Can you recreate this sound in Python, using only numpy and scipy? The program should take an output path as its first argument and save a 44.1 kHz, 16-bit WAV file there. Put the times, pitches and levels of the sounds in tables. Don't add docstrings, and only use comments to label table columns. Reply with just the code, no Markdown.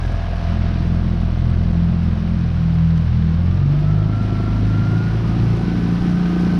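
import sys
import numpy as np
from scipy import signal
from scipy.fft import rfft, irfft, next_fast_len
from scipy.io import wavfile
from scipy.ndimage import uniform_filter1d, minimum_filter1d, map_coordinates

SR = 44100
rng = np.random.default_rng(int(sys.argv[2]) if len(sys.argv) > 2 else 0)


def transcribe(signal):
    frames = np.atleast_2d(signal).T
    limited = np.clip(frames, -1, 1)
    pcm = np.round(limited * 32767).astype(np.int16)
    wavfile.write(sys.argv[1], SR, pcm)


N = 290619

CRUISE_RPS, LOADED_RPS = 42, 49.1
# time in seconds, crankshaft turns a second.
SHAFT_SPEED = [(0, 42.4), (1.1, 42.15), (1.5, 42.2), (2.3, 42.4), (2.8, 40.85), (3.3, 40.3), (3.54, 45.5),
               (3.9, 51), (4.02, 51.35), (4.14, 52.3), (4.22, 52.5), (4.32, 51.9), (4.57, 52.6),
               (4.64, 52.3), (4.7, 52.7), (4.87, 53.6), (5.11, 55.6), (5.26, 55.5), (5.4, 57.3),
               (5.55, 56.8), (5.63, 57.7), (5.92, 58.0), (6.18, 58.8), (6.59, 58.75)]
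# time in seconds, share facing the motor, 0 to 1.
FACING_MOTOR = [(0, 1), (.45, 1), (.75, 0.83), (1.25, 0.56)]

# time in seconds, level in dB.
THROB_RIDE = [(0, -23), (1.4, -22), (2.1, -27), (3.1, -28), (3.95, -23), (4.18, -28), (4.64, -22.5),
              (5.0, -37), (5.12, -25), (5.85, -29), (6.1, -36), (6.35, -30), (6.59, -32)]
BASS_RIDE = [(0.0, -22), (0.4, -25), (0.46, -19), (1.23, -22), (1.56, -18), (2.4, -22), (3.58, -17),
             (3.8, -27), (3.87, -18), (4.48, -21), (4.73, -17), (5.08, -20), (5.53, -17), (5.63, -23),
             (6.0, -30), (6.31, -42), (6.46, -28), (6.59, -36)]
HUM_RIDE = [(0, -27), (0.2, -37), (0.6, -29), (0.9, -25), (1.15, -27), (1.48, -19), (1.66, -30),
            (2.05, -23), (2.25, -35), (2.4, -22.5), (2.95, -23.5), (3.15, -19.5), (3.33, -35), (3.5, -24)]
BUZZ_RIDE = [(0, -41), (0.45, -40), (0.56, -27.5), (0.77, -32), (1.1, -28), (1.37, -33), (1.68, -24.5),
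             (1.78, -31), (2.32, -26.5), (2.75, -42), (3.05, -33), (3.2, -24), (3.55, -42), (4.05, -41),
             (4.3, -34), (5.1, -38), (6.59, -34)]
BOOM_RIDE = [(0, -40), (0.3, -34), (0.7, -26.5), (1.15, -22.5), (1.3, -30), (1.62, -28), (1.83, -16.5),
             (2.17, -26), (2.3, -22), (2.5, -23), (2.66, -18), (2.95, -16), (3.11, -28), (3.3, -17),
             (3.52, -23), (3.65, -16.5), (3.85, -16), (4.05, -19), (4.15, -31), (5.05, -22), (5.25, -26),
             (5.7, -20), (6.59, -16.5)]
# order, base level in dB at cruise, dB added per extra turn a second,
# dB added when facing the motor.
UPPER_ORDERS = [(4, -40, 0.14, -2), (6, -49.5, 0.49, -3.5), (7, -49, 0.34, 1)]
# order, level under load in dB.
LOPE_ORDERS = [(1.5, -37), (2.5, -31), (3.5, -30.5), (4.5, -38), (5.5, -40)]

# time in seconds, level in dB.
CHUG_RIDE = [(0.0, -37), (0.5, -53), (0.68, -37.5), (2.4, -42.5), (2.83, -48), (3.4, -41), (3.8, -33),
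             (4.29, -38), (4.45, -33.5), (5.3, -35.5), (5.65, -26), (6.04, -30.5), (6.18, -43.5),
             (6.37, -26), (6.59, -32.5)]
BURBLE_RIDE = [(0, -38), (0.45, -38), (0.65, -30), (2.4, -30), (2.85, -33.5), (3.3, -31.5), (3.8, -29),
               (5.7, -27), (6.59, -30.5)]
KNOCK = [(0.03, -39), (0.2, -35.5), (0.39, -32), (0.58, -36), (0.85, -40.5), (1.7, -40.5), (1.998, -48.5),
         (3.55, -59), (3.82, -46), (4.45, -43.5), (4.65, -51.5), (5.93, -56.5), (6.38, -42), (6.55, -49.5)]
PANEL_BUZZ = [(0.1, -49.5), (1.0, -58.5), (5.0, -64), (5.3, -46), (5.65, -56), (6.4, -43), (6.59, -47)]
TINNY = [(0.05, -41.5), (0.35, -47), (0.6, -53), (2.0, -59.5), (6.59, -64)]
WHINE_RIDE = [(0, -55), (0.33, -54), (0.42, -44), (0.52, -56), (.7, -60), (3.3, -57), (3.42, -49),
              (3.6, -48.5), (3.8, -55), (3.9, -38), (4.02, -40), (4.08, -45), (4.2, -39.5), (4.29, -45),
              (4.37, -41), (4.57, -39.5), (4.64, -52), (4.71, -41.5), (4.79, -39.5), (4.92, -41),
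              (5.01, -37), (5.07, -40), (5.13, -49), (5.95, -49), (6.15, -47), (6.42, -44), (6.59, -46)]
# pitch in Hz, width in Hz, hum relative to the knock in dB, level ride.
COWLING_MODES = [(691.7, 100, -7, KNOCK), (1230, 77, -3.5, PANEL_BUZZ), (1656, 71, -9, TINNY)]
# multiple of the tooth rate, relative level in dB.
WHINE_PARTIALS = [(2, -0.5), (3, -22.5)]
# time in seconds, flutter depth (1 is normal).
WHINE_GRIT = [(3.3, 1.5), (4.0, 1.4), (4.2, 1.15), (4.7, 1.1), (5.0, 0.95), (5.3, 1.3), (6.2, 1.1)]

# frequency in Hz, relative gain in dB.
CHUG_EQ = [(20, -23), (60, -11.5), (150, -5.5), (200, 5.5), (235, 2), (270, -4), (320, 3.5), (350, -0.5),
           (390, -6.5), (440, -10), (490, -12.5), (800, -46.5), (2000, -60.5)]
BURBLE_EQ = [(20, -21.5), (60, -10), (110, -5.5), (150, -0.5), (190, -1.5), (235, -6), (275, -17.5),
             (320, -10), (360, -12), (400, -23), (800, -48)]
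RUMBLE_EQ = [(12, -13.5), (24, 2.5), (50, 4), (70, -1), (110, 4.5), (150, -12), (240, -24), (400, -26),
             (900, -51.5)]
CLATTER_EQ = [(150, -12.5), (400, 3), (560, 1.5), (700, 2), (900, -3), (1150, -3.5), (1400, -4.5),
              (1650, -8), (1950, -17.5), (3000, -16), (5500, -30.5), (7000, -45.5)]
WASH_EQ = [(500, -1.5), (1500, 7), (2200, 3.5), (3000, 1.5), (3500, -1.5), (4000, -1), (4800, -5),
           (5700, -9.5), (6300, -19.5), (7000, -27), (8000, -35.5), (15000, -57.5)]
CHURN_EQ = [(500, -26), (820, -5), (980, 4.5), (1250, -3.5), (1450, -6.5), (1900, -25)]
SPRAY_EQ = [(2000, -30.5), (4000, -4.5), (5000, 6.5), (5800, 6.5), (7000, -6), (8000, -7.5), (10500, -6.5),
            (12000, -15.5), (15000, -22.5)]

# base level in dB at cruise, dB added per extra turn a second,
# dB added when facing the motor.
RUMBLE_LAW, CLATTER_LAW = (-35, 0.07, 0), (-42.5, 0.15, 3.8)
WASH_LAW, CHURN_LAW, SPRAY_LAW = (-48, 0.24, 7.34), (-61, 0.69, 8), (-66, .52, 5.5)

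# centre in seconds, extra rumble in dB.
WAVE_BUMPS = [(0.06, 3.5), (0.47, 11), (1.29, 8.5), (1.66, 10.5), (5.38, 9.5), (6.04, 9)]
# centre in seconds, extra hiss in dB, extra spray in dB.
WAKE_SURGES = [(0.08, -1, 3.5), (0.25, -2, -1), (0.45, 0, 1), (0.72, 1, -1.5), (4.06, -2.5, -4)]
# start in seconds, peak in dB, pitch in Hz.
DROP_HITS = [(0.362, -55.5, 9100), (1.397, -54.5, 9800), (1.502, -53.5, 8500), (1.847, -55, 9850),
             (2.741, -55, 9800), (2.858, -52, 6500), (2.976, -40.5, 5560)]


def amp(db):
    return 10 ** (np.asarray(db) / 20)


def unit(x):
    return x / np.sqrt(np.mean(x ** 2) + 1e-20)


def ride(rows):
    return np.interp(np.arange(N) / SR, *np.transpose(rows))


def swells(rows, half_s):
    s, *cols = np.transpose(rows)
    return np.array(cols) @ np.exp(-((np.arange(N) / SR - s[:, None]) / half_s) ** 2)


def level(law, speed):
    db, db_per_rps, facing_db = law
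    return db + db_per_rps * (speed - CRUISE_RPS) + facing_db * ride(FACING_MOTOR)


def near(hz, centre_hz, half_width_hz):
    return 1 / (1 + ((hz - centre_hz) / half_width_hz) ** 12)


def wobble(rate):
    return unit(map_coordinates(rng.standard_normal(4096), [np.arange(N) * rate / SR], mode="wrap"))


def noise():
    return rng.standard_normal(N)


def filtered(x, response):
    m = 2 * next_fast_len(N // 2 + SR // 4)
    return irfft(rfft(x, m) * response(np.fft.rfftfreq(m, 1 / SR)), m)[:N]


def eq(x, points):
    f, db = np.transpose(points)

    def response(hz):
        gain_db = np.interp(np.log(hz + 1), np.log(f), db, right=db[-1] - 22.0)
        cepstrum = irfft(np.log(amp(gain_db)))
        half = len(cepstrum) // 2
        cepstrum[1:half] *= 2
        cepstrum[half + 1:] = 0
        return np.exp(rfft(cepstrum))
    return filtered(x, response)


def pulses(cycles, scatter_db, jitter_s):
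    at = np.searchsorted(cycles, np.arange(1, cycles[-1]))
    size, slip = rng.standard_normal((len(at), 2)).T
    at = np.clip(np.round(at + slip * jitter_s * SR).astype(int), 0, N - 1)
    return unit(np.bincount(at, amp(scatter_db * size), N))


def puffs(cycles, depth_db):
    return unit(noise() * amp(depth_db * np.cos(2 * np.pi * cycles)))


def drone(turns, speed, boom_hz=159, lag_hz=150, lope_db_per_rps=1.03, trim_db=-0.13):
    def drift_db():
        return 10 * np.log10(.04 + (1 + .3 * wobble(8)) ** 2) - .5

    out = np.zeros(N)
    boom_db = ride(BOOM_RIDE)
    orders = [(1, ride(THROB_RIDE)), (2, ride(BASS_RIDE)), (3, ride(HUM_RIDE)), (5, ride(BUZZ_RIDE))]
    orders += [(round(k), level(law, speed) + drift_db()) for k, *law in UPPER_ORDERS]
    orders = [(k, db + near(k * speed, boom_hz, half_width_hz=26) * (boom_db - db)) for k, db in orders]
    load_db = lope_db_per_rps * np.minimum(speed - LOADED_RPS, 0)
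    orders += [(k, db + load_db + drift_db()) for k, db in LOPE_ORDERS]
    for k, db in orders:
        lag = .5 + 1.3 * np.arctan((k * speed - lag_hz) / 12)
        sway = .06 * k * wobble(5) + .07 * wobble(20)
        swell_db = .5 * wobble(30) + .33 * k * wobble(11)
        if k % 1:
            sway = sway + 1.1 * wobble(4) + 2.2 * wobble(1.3)
        out += np.sqrt(2) * amp(db + trim_db + swell_db) * np.cos(2 * np.pi * k * turns - lag + sway)
    return out


def exhaust(turns):
    firings = pulses(turns / 2 + .02 * wobble(7), scatter_db=2.2, jitter_s=.00042)
    chug = amp(ride(CHUG_RIDE)) * unit(eq(firings, CHUG_EQ))
    burble = amp(ride(BURBLE_RIDE)) * unit(eq(puffs(turns, depth_db=2.0), BURBLE_EQ))
    return chug + burble


def hull(speed):
    bump_db, = swells(WAVE_BUMPS, half_s=0.07)
    lumps_db = 1.8 * wobble(7) + bump_db
    return amp(level(RUMBLE_LAW, speed) + lumps_db) * unit(eq(noise(), RUMBLE_EQ))


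def cowling(turns, speed, trim_db=-4.5, buzz_db=-11):
    out = np.zeros(N)
    accent = amp(np.cos(np.pi * turns))
    knocks = unit(accent * pulses(turns, scatter_db=2.4, jitter_s=.00008))
    for hz, width, hum_db, level_ride in COWLING_MODES:
        drive = knocks + amp(buzz_db) * noise()
        ring = unit(filtered(drive, lambda f: (1j * f * width / (hz * hz - f * f + 1j * f * width)) ** 2))
        order = np.round(hz / speed)
        match = near(order * speed, hz, .42 * speed)
        hum = np.sqrt(2) * match * np.cos(2 * np.pi * order * turns + .5 * wobble(14))
        out += amp(ride(level_ride) + trim_db) * (ring + amp(hum_db + 1.6 * wobble(18)) * hum)
    return out


def gears(turns, speed, teeth=13, flutter_rad=0.18, rattle_db=-44.5, rattle_db_per_rps=1.1):
    grit = ride(WHINE_GRIT)
    mesh_phase = 2 * np.pi * teeth * turns + grit * flutter_rad * wobble(70)
    whine = sum(amp(db) * np.sin(round(k) * mesh_phase) for k, db in WHINE_PARTIALS)
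    beat_db = 1.3 * np.cos(np.pi * turns) + 1.6 * np.cos(2 * np.pi * turns)
    rough_db = grit * (beat_db + 2 * wobble(70) + 1.3 * wobble(22)) - .5 * grit ** 2
    rattle = wobble(90) * np.sin(mesh_phase) + wobble(90) * np.cos(mesh_phase)
    load_db = rattle_db_per_rps * np.minimum(speed - LOADED_RPS, 0)
    return np.sqrt(2) * amp(ride(WHINE_RIDE) + rough_db) * whine + amp(rattle_db + load_db) * rattle


def valve_clatter(turns, speed):
    rasp = puffs(turns, depth_db=-1.6) * amp(0.3 * np.cos(np.pi * turns))
    return amp(level(CLATTER_LAW, speed)) * unit(eq(rasp, CLATTER_EQ))


def wake(speed, boat_lag_s=0.48, grains_per_s=7000, strays_per_s=14, stray_db=-14):
    pole = np.exp(-1 / (boat_lag_s * SR))
    lagged_speed = speed[0] + signal.lfilter([1 - pole], [1, -pole], speed - speed[0])
    ripple_db = .3 * wobble(30)
    surge_db, splash_db = swells(WAKE_SURGES, half_s=0.1)
    hiss = unit(eq(noise() * amp(1.3 * wobble(300)), WASH_EQ))
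    wash = amp(level(WASH_LAW, lagged_speed) + ripple_db + surge_db) * hiss
    grains = noise() * (rng.random(N) < grains_per_s / SR)
    grains *= amp(rng.exponential(size=N) + .8 * wobble(25))
    strays = noise() * (rng.random(N) < strays_per_s / SR)
    droplets = unit(grains) + amp(stray_db) * unit(strays)
    spray = amp(level(SPRAY_LAW, lagged_speed) + splash_db) * unit(eq(droplets, SPRAY_EQ))
    gulps_db = 2.2 * wobble(35) + 1.5 * wobble(8)
    churn = amp(level(CHURN_LAW, lagged_speed)) * unit(amp(gulps_db) * eq(noise(), CHURN_EQ))
    return wash + churn + spray


def drops(t60_s=0.018):
    out, t = np.zeros(N), np.arange(SR // 20) / SR
    for start, db, hz in DROP_HITS:
        band = signal.butter(2, [.8 * hz, 1.15 * hz], "bandpass", fs=SR, output="sos")
        tick = signal.sosfilt(band, amp(-60 * t / t60_s) * rng.standard_normal(len(t)))
        out[round(start * SR):][:len(t)] += amp(db) * tick / np.abs(tick).max()
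    return out


def scene():
    speed = ride(SHAFT_SPEED)
    turns = np.cumsum(speed) / SR
    low_end = drone(turns, speed) + exhaust(turns) + hull(speed)
    mechanics = cowling(turns, speed) + gears(turns, speed) + valve_clatter(turns, speed)
    return (low_end + mechanics + wake(speed) + drops())[None]


def record(dry, threshold=.48, hold_s=.02, top_hz=15700):
    window = round(hold_s * SR)
    needed_gain = threshold / np.maximum(np.abs(dry[0]), threshold)
    gain = uniform_filter1d(minimum_filter1d(needed_gain, window), window)
    return filtered(dry[0] * gain, lambda hz: hz < top_hz)[None]


dry = scene()
out = record(dry)
transcribe(out)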